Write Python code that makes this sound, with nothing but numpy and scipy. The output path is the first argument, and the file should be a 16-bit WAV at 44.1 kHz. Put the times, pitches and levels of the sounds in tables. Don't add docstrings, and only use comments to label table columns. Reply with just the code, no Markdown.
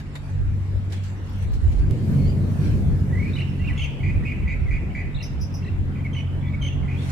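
import sys
import numpy as np
from scipy import signal
from scipy.io import wavfile
from scipy.ndimage import uniform_filter1d

SR = 44100
rng = np.random.default_rng(int(sys.argv[2]) if len(sys.argv) > 2 else 0)


def bounce(signal):
    frames = np.transpose(np.atleast_2d(signal))
    limited = np.clip(frames, -1, 1)
    pcm = np.round(limited * 32767).astype(np.int16)
    wavfile.write(sys.argv[1], SR, pcm)


def undo_db(level):
    steps = np.asarray(level, float) / 20
    return 10 ** steps


N = 313551
CUT_S = 1.9105


def evened(x):
    return x / np.sqrt(np.mean(x ** 2) + 1e-20)


def read(points, hz):
    f, value = np.transpose(points)
    return np.interp(np.log(hz + 1), np.log(f + 1), value)


def follow(rows):
    s, *columns = np.transpose(rows)
    return [np.interp(np.arange(N) / SR, s, c) for c in columns]


def panned(x, db):
    return x * undo_db(np.array([db / 2, -db / 2]).reshape(2, -1))


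def add(mix, s, sound):
    part = mix[:, round(s * SR):][:, :sound.shape[1]]
    part += sound[:, :part.shape[1]]


def resonate(x, hz, width_hz):
    r = np.exp(-np.pi * width_hz / SR)
    return 2 * signal.lfilter([1 - r], [1, -r * np.exp(2j * np.pi * hz / SR)], x).real


def resonate_twice(x, hz, first_width_hz, second_width_hz):
    return resonate(resonate(x, hz, first_width_hz), hz, second_width_hz)


def swell(peak_s, peak_db, rise_db_per_s, fall_db_per_s):
    t = np.arange(N) / SR - peak_s
    return undo_db(peak_db + np.minimum(rise_db_per_s * t, -fall_db_per_s * t))


def noise(shape, lo_hz, hi_hz, patchy_db, steady_s=0):
    # hz, left_right_correlation
    port_likeness = [(60, 0.68), (150, 0.75), (380, 0.85), (950, 0.048), (2380, -0.11), (5980, -0.033),
                     (15000, -0.022)]
    frames, hz = N // 512 + 5, np.fft.rfftfreq(2048, 1 / SR)
    a, b, c, d, patches = rng.standard_normal((frames, 1025, 5)).T
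    patches = uniform_filter1d(patches, size=20, axis=0)
    patches = evened(uniform_filter1d(patches, size=8, axis=1))
    same = np.clip(read(port_likeness, hz), -1, 1)[:, None]
    left = a + 1j * b
    right = same * left + np.sqrt(1 - same ** 2) * (c + 1j * d)
    z = np.array([left, right]) * undo_db(read(shape, hz)[:, None] + patchy_db * patches)
    power = abs(z.mean(0)) ** 2
    inside = np.sum(power[(hz > lo_hz) & (hz < hi_hz)]) / np.sum(power)
    x = signal.istft(z, nperseg=2048, noverlap=1536)[1][:, :N]
    if steady_s:
        x = x / np.sqrt(abs(uniform_filter1d(x.mean(0) ** 2, round(steady_s * SR))) + 1e-20)
    return x / np.sqrt(np.mean(x.mean(0) ** 2) * inside)


def jet():
    # time_s, roar_db
    roar_curve = [(0.0, -34.5), (0.22, -49), (0.32, -32.5), (1.3, -37), (1.42, -28), (1.5, -40),
                  (1.94, -25), (2.14, -15.5), (2.26, -21), (2.79, -20.5), (3.3, -26), (3.98, -33.5),
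                  (4.04, -25), (4.5, -31.5), (4.99, -31), (5.54, -30.5), (6.3, -30), (7.11, -30.5)]
    # hz, db_per_hz
    roar_shape = [(35, -11.5), (60, -7.5), (91, 5), (114, 5), (183, 3), (247, -8.5), (384, -20.5),
                  (499, -27.5), (1200, -47), (1560, -84), (2640, -120)]
    # hz, db_per_hz
    wash_shape = [(290, -27), (500, -2), (904, -4), (2210, -9.5), (2560, -13.5), (6000, -29.5),
                  (7450, -34.5), (10700, -34), (14700, -61), (15800, -48)]
    body_db, body_follows, body_lag_s = -45, 0.77, 0.48
    wash_start_db, wash_rise_db_per_s = -57.5, 0.5862

    roar_db, = follow(roar_curve)
    trend_db = uniform_filter1d(roar_db, round(body_lag_s * SR)) - roar_db.mean()
    wash_db = wash_start_db + wash_rise_db_per_s * np.arange(N) / SR
    low_shape = [p for p in roar_shape if p[0] < 330] + [(420, -53)]
    body_shape = [(220, -13.5)] + [p for p in roar_shape if p[0] > 270] + [(1800, -66.0)]
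    low = undo_db(roar_db - 4.0) * noise(low_shape, 100, 300, 0.79, steady_s=0.13)
    body = undo_db(body_db + body_follows * trend_db) * noise(body_shape, 300, 900, 2.3)
    wash = undo_db(wash_db) * noise(wash_shape, 765, 2030, 2.3)
    return low + body + wash


def drone():
    # time_s, first_db, fifth_above_db
    line_curve = [(0.26, -39, -36), (0.33, -25.5, -34.5), (0.97, -25.5, -43), (1.29, -31.5, -43),
                  (1.44, -23.5, -50), (1.52, -56, -49), (1.86, -56, -32), (1.93, -47, -23.5),
                  (2.05, -50, -40), (2.14, -24, -20), (2.51, -25.5, -31.5), (3.64, -28, -29),
                  (3.98, -41, -35.5), (4.05, -19, -30), (4.2, -34.5, -33), (5.3, -37.5, -41.5),
                  (5.42, -29.5, -34.5), (7.11, -27.5, -27)]
    before_hz, after_hz, sag_hz_per_s = 95.33, 93.8, 0.65
    port_lag_rad = -0.3

    first_db, fifth_db = follow(line_curve)
    t = np.arange(N) / SR - CUT_S
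    hz = np.where(t < 0, before_hz, after_hz - sag_hz_per_s * t)
    waver_hz = 0.616 * evened(uniform_filter1d(rng.standard_normal(N), size=3000))
    phase_rad = 2 * np.pi * np.cumsum(hz + waver_hz) / SR - np.array([[0], [port_lag_rad]])
    upper = np.sin(1.5 * phase_rad)
    upper = upper + undo_db(-13.5) * np.sin(2 * phase_rad[0]) + undo_db(-15.0) * np.sin(3 * phase_rad)
    return np.sqrt(2) * (undo_db(first_db - 0.4) * np.sin(phase_rad) + undo_db(fifth_db - 0.5) * upper)


def wind():
    # peak_s, peak_db, left_right_db
    deep_gusts = [(0.45, -22, -7.5), (0.77, -38, 6), (1.53, -22, -6), (1.67, -37, 3), (1.82, -17, -7),
                  (2.28, -22, 4), (2.93, -29, -5), (3.2, -29, -1), (3.68, -29, -8), (3.87, -32, 6),
                  (4.11, -33, 14), (4.45, -32, -3), (4.6, -31, -9), (4.75, -22.5, -2), (5.15, -29.5, -8),
                  (5.37, -47, -1), (5.8, -26, 4), (6.4, -35, 2), (6.63, -36, 8), (6.81, -30, -3)]
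    # peak_s, peak_db, left_right_db
    upper_gusts = [(0.51, -25, 9.5), (0.77, -29.5, 8), (1.5, -27.5, 12), (1.68, -15.5, -4), (1.85, -24, 9),
                   (2.28, -32, 0), (2.75, -19.5, 1), (2.93, -21.5, 8), (3.2, -22, -1), (3.68, -23.5, -1),
                   (3.84, -27.5, 7.5), (4.16, -19, -8), (4.45, -23.5, 5), (4.65, -19.5, -2.5),
                   (4.9, -28.5, 0), (5.05, -34, -6), (5.41, -24, -4), (5.8, -25.5, -1), (6.35, -35.5, 2),
                   (6.63, -30.5, -2), (6.81, -31, -19)]
    lull_db, rise_db_per_s, fall_db_per_s = -41.5, 160, 183

    out = 0
    for gusts, hz, width_hz in ((deep_gusts, 40, 26), (upper_gusts, 70, 28)):
        push = undo_db(lull_db)
        for s, db, pan_db in gusts:
            push = push + panned(swell(s, db, rise_db_per_s, fall_db_per_s), pan_db)
        shared, left, right = rng.standard_normal((3, N))
        lumps = resonate_twice(0.9 * shared + np.array([left, right]), hz, width_hz, 1.37 * width_hz)
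        lumps = lumps - uniform_filter1d(lumps, size=1500, axis=1)
        size = np.sqrt(abs(uniform_filter1d(lumps ** 2, size=9000, axis=1)) + 1e-20)
        out = out + undo_db(1.0) * push * lumps / size
    t = np.arange(N) / SR - CUT_S
    opening = np.where(t < 0, 1, 1 - np.exp(-abs(t) / 0.15))
    return out * uniform_filter1d(opening, size=120)


def leaves():
    # peak_s, peak_db, rise_db_per_s, fall_db_per_s
    puffs = [(0.0, -57.5, 493, 498), (0.155, -51, 6000, 596), (0.31, -67.5, 36, 305), (0.65, -80, 39, 249),
             (0.76, -78, 298, 400), (0.93, -56.5, 800, 226), (1.07, -64, 160, 102), (1.27, -69.5, 350, 14),
             (1.43, -63, 450, 300), (1.84, -66.5, 3.5, 56), (1.91, -65.5, 700, 6), (2.3, -74, 16, 11),
             (2.65, -58, 107, 102), (2.9, -70.5, 32, 22.5), (3.35, -67, 23, 58), (3.7, -68, 31, 42),
             (3.8, -74, 32, 4), (7.02, -60, 200, 20), (7.11, -52.5, 118, 100)]
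    # hz, db_per_hz
    hiss_shape = [(590, -9.5), (1000, -1.5), (1100, -5.5), (1550, -3.5), (2400, -6), (3600, -11),
                  (5000, -14.5), (10500, -23), (14700, -32), (15800, -22.5)]
    still_db = -102.5
    breeze = undo_db(still_db) + np.sqrt(sum(swell(*puff) ** 2 for puff in puffs))
    return undo_db(-3.5) * breeze * noise(hiss_shape, 8620, 16000, 3.73)


def insects():
    level_db, shaded_db, hz = -73.5, -2, 7440
    fine = evened(resonate_twice(rng.standard_normal((2, N)), hz, 150, 150))
    return undo_db(level_db + shaded_db * (np.arange(N) > CUT_S * SR)) * fine


def scuffs():
    # start_s, peak_db, left_right_db, centre_hz
    scuff_events = [(0.156, -40, 0.5, 1600), (0.8986, -39, 1, 3770), (0.92, -28.5, -4, 3810),
                    (0.932, -36, -3, 2400), (0.962, -38, -2, 3850), (1.035, -34, -6, 4670),
                    (1.2983, -47, -2, 2560), (1.424, -38, -1.0, 2580), (1.5324, -33.5, -1, 4610),
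                    (1.7197, -36, 1.0, 2828), (1.787, -36.5, 3, 2697)]
    t60_s, attack_s = 0.13, 0.004
    out, t = np.zeros((2, N)), np.arange(SR // 4) / SR
    for s, db, pan_db, hz in scuff_events:
        grit = rng.standard_normal((2, len(t))) * undo_db(2.5 * rng.exponential(1, len(t)))
        grit = evened(resonate_twice(grit, hz, 4200, 9000))
        fading = undo_db(db - 11.5 - 60 * t / t60_s) * np.minimum(t / attack_s, 1)
        add(out, s, panned(grit * fading, pan_db))
    return out


def ticks():
    # start_s, peak_db, left_right_db, centre_hz
    tick_events = [(.755, -60, -2, 12500), (0.904, -59, -.5, 9000), (1.099, -60, -2.5, 8000),
                   (1.2335, -61, -2.5, 11000), (1.262, -54, -2, 11000), (1.297, -52, -2, 12500),
                   (1.329, -52, -4, 9700), (1.361, -53, -3, 10500), (1.385, -53, 1.1, 12500),
                   (1.425, -49, -3.5, 9500), (1.437, -50, -3.5, 11000), (1.534, -50, -4.5, 12000),
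                   (1.567, -56, -3, 9500), (1.6375, -52.5, -3, 11000), (1.681, -52, -3.5, 9000),
                   (1.719, -52, -1, 11500), (1.788, -55, -1.5, 12000), (1.8226, -52, -2, 11000),
                   (6.985, -55, .5, 9000), (7.056, -50, .5, 14000)]
    t60_s, width_hz = 0.035, 4500
    out, t = np.zeros((2, N)), np.arange(SR // 20) / SR
    for s, db, pan_db, hz in tick_events:
        snap = evened(resonate_twice(rng.standard_normal((2, len(t))), hz, width_hz, width_hz))
        add(out, s, panned(snap * undo_db(db - 2.5 - 60 * t / t60_s), pan_db))
    return out


def scene_change():
    click_db, click_decay_s, pan_db = -24.5, 0.0001, -9
    thump_db, thump_hz, thump_t60_s = -5, 100, 0.072
    thump_rise_s, thump_turn = 0.003, 0.09
    out = np.zeros((2, N))
    click = undo_db(click_db) * np.exp(-np.arange(400) / SR / click_decay_s)
    add(out, CUT_S, panned(click, pan_db))
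    t = np.arange(SR // 5) / SR
    envelope = undo_db(thump_db - 60 * t / thump_t60_s) * (1 - np.exp(-t / thump_rise_s))
    thump = envelope * np.cos(2 * np.pi * (thump_hz * t + thump_turn))
    add(out, CUT_S, panned(thump, pan_db))
    return out


def note(motion, tone, length_s, rms_db, from_hz, to_hz):
    depth_hz, hops_per_s, lean, abruptness, loss_db, start_turn = motion
    upper_octave_db, lower_octave_db, twelfth_db, flutter_db, pan_db, fade_db = tone
    edge_s = 0.0034
    t = np.arange(0, length_s, 1 / SR)
    slow = uniform_filter1d(rng.standard_normal((3, SR // 4)), size=250, axis=1)
    drift, wobble, flutter = slow[:, :len(t)] * 16
    swing = -np.cos(2 * np.pi * (hops_per_s * t + start_turn + 0.09 * drift))
    low = (1 + np.tanh(abruptness * (swing - lean))) / 2
    hz = np.linspace(from_hz, to_hz, len(t)) * (1 + 0.006 * wobble) - depth_hz * low
    phase_rad = 2 * np.pi * np.cumsum(hz) / SR
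    octave_db = upper_octave_db + (lower_octave_db - upper_octave_db) * low
    voice = np.sin(phase_rad) + undo_db(octave_db) * np.sin(2 * phase_rad)
    voice = voice + undo_db(twelfth_db) * np.sin(3 * phase_rad)
    hop_loss_db = loss_db * 4 * low * (1 - low)
    effort = undo_db(rms_db - hop_loss_db + flutter_db * flutter + fade_db * (t / length_s - 0.4))
    edges = signal.windows.tukey(len(t), min(2 * edge_s / length_s, 1))
    return panned(np.sqrt(2) * effort * voice * edges, pan_db)


def birds():
    # start_s, length_s, rms_db, start_top_hz, end_top_hz
    far = ((28, 53, 0.11, 0.81, 1.2, 0.11), (-1, 6, -30, 1, .1, 2), [ (2.18, 0.098, -60, 2190, 2212),
            (2.27, 0.06, -61, 2364, 2430)])
    whistle = ((42.4, 25, 0.066, 1.35, 6.4, 0.046), (-28.5, -51, -46, 3, 0.5, 3),
                [ (3.09, 0.033, -53, 1840, 1800), (6.683, .009, -42, 2690, 2590),
                (3.588, 0.072, -49.5, 2780, 2763), (3.671, 0.012, -31.5, 2790, 2740),
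                (3.684, 0.0157, -35.5, 2600, 2150), (3.645, .024, -47, 2500, 2550),
                (3.768, .012, -39, 2500, 3350), (6.036, 0.013, -45.5, 2480, 2300),
                (4.485, .045, -57, 3870, 3850), (5.174, .011, -50, 2760, 2700),
                (5.2, 0.012, -43, 2780, 2740), (5.226, .018, -45.5, 2760, 2685),
                (4.5, .014, -51, 2800, 2800), (4.9, 0.015, -54, 3000, 3000),
                (3.699, 0.014, -33.5, 2040, 2000), (3.79, 0.016, -38, 2800, 2700),
                (3.826, .026, -36, 2900, 2700), (3.808, 0.02, -36, 2900, 3100),
                (3.995, 0.02, -47, 2210, 2250), (4.41, 0.043, -63, 2800, 3130),
                (4.885, 0.061, -62, 2800, 2820), (4.9, 0.02, -46.5, 2235, 2260),
                (5.92, 0.11, -59, 3130, 3140), (6.046, 0.023, -33, 2253, 2203),
                (6.533, 0.021, -39, 2240, 2280), (6.69, 0.0407, -49.5, 3050, 2700),
                (6.185, 0.025, -46, 2780, 2400), (6.825, 0.035, -49, 2200, 2060),
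                (3.716, 0.062, -45, 2120, 2100), (6.518, 0.018, -47, 2250, 2400),
                (6.21, .07, -59, 3030, 3000), (3.392, 0.013, -39, 2950, 2700)])
    beaded = ((40, 30, .1, 0.91, 3.1, 0.22), (-29, -29, -36, 1.3, -.5, -1),
               [ (3.124, .026, -40.5, 1986, 1940), (3.15, .015, -41, 1950, 2150),
               (3.17, .024, -38.5, 2030, 2120), (3.195, 0.02, -37, 2200, 2200),
               (3.222, .016, -37.5, 2190, 2380), (3.24, .02, -44, 2440, 2390),
               (3.256, .018, -39.5, 2300, 2350), (3.272, 0.028, -42.5, 2485, 2440),
               (3.59, .065, -50.5, 1940, 2300)])
    warble = ((1100, 36, .3, 1.166, 2.8, .4), (-32, -13, -27, 3, 2.5, 8),
               [ (3.353, 0.0694, -41, 3050, 2916), (5.165, 0.082, -50.5, 2780, 2763),
               (5.617, .072, -52, 2800, 2740), (3.792, 0.068, -45, 3200, 3200)])
    stroke = ((48, 98, .1, 0.83, 3, 0.15), (-38, -20, -40, 0, 2.5, 1), [ (3.333, 0.007, -38.5, 3720, 3900),
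               (3.351, .009, -37.5, 3910, 3860), (3.381, 0.008, -47, 4080, 4050),
               (3.408, 0.0085, -48, 4130, 4000), (3.416, 0.015, -36, 2836, 2780),
               (5.144, .011, -43, 3520, 3980), (5.157, 0.017, -45, 4250, 3420),
               (5.188, 0.012, -47, 4240, 3550), (5.213, 0.016, -45.5, 4400, 3580),
               (5.643, 0.008, -53, 4150, 3870), (5.672, .012, -54, 4240, 3820),
               (5.682, 0.012, -44, 2758, 2650)])
    trill = ((900, 52.6, 0.6, 2.5, 5.2, .52), (-14, -22, -27, 2.5, 0.5, -3),
              [(3.774, .094, -39.5, 3398, 3010)])
    held = ((162, 52.6, 0.696, 3.2, 3.5, 0.627), (-16, -21, -29, 3, -1.5, 3.5),
             [ (6.129, .082, -43.5, 3150, 2950), (6.614, 0.072, -37.5, 3116, 3100)])
    blip = ((800, 38, -.4, 1.6, 2, .1), (-30, -20, -39.5, 2, 1.5, 2), [ (6.143, .014, -46, 2900, 2850),
             (6.162, 0.014, -43, 2990, 2940), (6.182, 0.014, -42.5, 3000, 2950),
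             (6.2, .012, -48, 2900, 3000), (6.624, .013, -44, 3000, 2950), (6.642, 0.013, -44, 3040, 2980),
             (6.661, 0.013, -41, 3000, 2960), (3.776, .012, -46, 2950, 2900),
             (3.789, .014, -42, 2950, 2900), (3.81, .014, -43, 2950, 2900), (3.83, .013, -42, 3100, 3100),
             (3.848, .016, -45, 2950, 2900)])
    hook = ((150, 60, .1, 1, 5, .1), (-30, -40, -46, 5, .5, 0), [ (4.175, .045, -47, 2480, 2250),
             (4.222, .022, -44, 2000, 1900), (4.42, 0.057, -46, 2450, 1950), (4.66, 0.038, -46, 2350, 2000),
             (4.265, .04, -48, 2800, 2850), (4.14, .025, -48, 2450, 2450), (6.41, 0.08, -60, 3400, 3550),
             (6.93, .04, -48, 2450, 2520), (6.972, .025, -56, 3300, 3600), (5.614, .014, -51, 2050, 2050),
             (5.645, .011, -50, 2050, 2050), (5.673, .014, -47, 2100, 2000)])
    buzz = ((500, 71, 0.3, 1.05, 1.2, 0.35), (-29, -34.5, -33.5, 1.5, 0.3, -1),
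             [ (4.029, 0.083, -37, 2442, 2460), (4.248, 0.084, -38, 2590, 2468),
             (4.473, 0.0746, -35.5, 2428, 2490), (4.704, 0.078, -36.5, 2400, 2490),
             (4.947, 0.078, -36.5, 2397, 2411), (5.95, 0.064, -50, 2440, 2430),
             (6.424, 0.086, -49, 2382, 2362), (6.877, 0.055, -43, 2450, 2500)])
    chip = ((1380, 171.5, -0.32, .9, 3, 1), (-13, -16.5, -15, 0.5, -5, -13.5),
             [ (5.225, 0.053, -44.5, 6350, 6330), (5.409, 0.065, -47, 6270, 6210),
             (5.538, 0.061, -49, 6370, 6260)])
    dry = np.zeros((2, N))
    for motion, tone, rows in (whistle, beaded, warble, stroke, trill, held, blip, hook, buzz, chip, far):
        for s, *row in rows:
            add(dry, s, note(motion, tone, *row))
    return dry


def yard(dry):
    # hz, t60_s
    yard_decay = [(2000, 0.8), (3000, .8), (4500, 0.52), (8000, 0.45)]
    ground_s, ground_db = 0.00403, -2.5
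    walls_s, walls_db, yard_db = 0.009, -6.5, -7

    near = dry + undo_db(ground_db) * np.roll(dry, round(ground_s * SR), axis=1)
    when, side = rng.random((2, 7))
    mono = near.mean(0)
    walls = sum(np.sign(x - 0.5) * np.roll(mono, round(s * SR)) for s, x in zip(when * walls_s, side))
    near = near + undo_db(walls_db) / np.sqrt(len(when)) * walls * np.array([[1], [-1]])

    taps = np.zeros((2, SR))
    at = np.arange(300, SR - 40, 40) + rng.integers(0, 40, (2, (SR - 301) // 40))
    np.put_along_axis(taps, at, rng.standard_normal(at.shape), 1)
    hz, t, z = signal.stft(taps, SR, nperseg=256)
    tail = signal.istft(z * undo_db(-60 * t / read(yard_decay, hz)[:, None]), SR, nperseg=256)[1]
    stirred = evened(0.8 + evened(resonate_twice(rng.standard_normal(N), 170, 200, 200)))
    echoes = signal.fftconvolve(near * stirred, tail / np.linalg.norm(tail[0]), axes=1)[:, :N]
    return near + undo_db(yard_db) * echoes


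def scene():
    return jet() + drone() + wind() + leaves() + insects() + scuffs() + ticks() + yard(birds())


def thinned(x):
    # hz, share_of_local_level
    drop_share = [(800, .06), (2200, .11), (4000, .2), (6000, .35), (8800, .42), (10300, .85), (11500, 1.3),
                  (14200, 1.0), (15300, 3)]
    hop, offset = 1024, 952
    k = np.arange(hop) + 0.5
    n = np.arange(2 * hop) + 0.5
    window = np.sin(np.pi * n / (2 * hop))[:, None]
    basis = window * np.cos(np.pi / hop * np.outer(n + hop / 2, k)) * np.sqrt(2 / hop)
    lead = 2 * hop - offset
    halves = np.pad(x, ((0, 0), (lead, 2 * hop - (lead + N) % hop))).reshape(2, -1, hop)
    lines = np.concatenate([halves[:, :-1], halves[:, 1:]], axis=2) @ basis
    local_power = uniform_filter1d(uniform_filter1d(lines ** 2, size=24, axis=2), size=5, axis=1)
    local = np.sqrt(abs(local_power) + 1e-20)
    thrift = uniform_filter1d(rng.standard_normal((lines.shape[1], hop // 4)), size=5, axis=0)
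    thrift_db = 8.0 * evened(thrift).repeat(4, axis=1)
    least = local * read(drop_share, k * SR / 2 / hop) * undo_db(thrift_db)
    frames = (lines * (abs(lines) > least)) @ basis.T
    joined = frames[:, 1:, :hop] + frames[:, :-1, hop:]
    return joined.reshape(2, -1)[:, lead - hop:][:, :N]


def roll_off(x):
    return signal.sosfilt(signal.butter(12, 16670, fs=SR, output="sos"), x)


def record(dry):
    edge_hz = 15570
    lowpass = signal.firwin(1023, edge_hz, window=("kaiser", 8), fs=SR)
    limited = thinned(signal.oaconvolve(dry, lowpass[None], "same"))
    return roll_off(limited + scene_change())


dry = scene()
out = record(dry)
bounce(out)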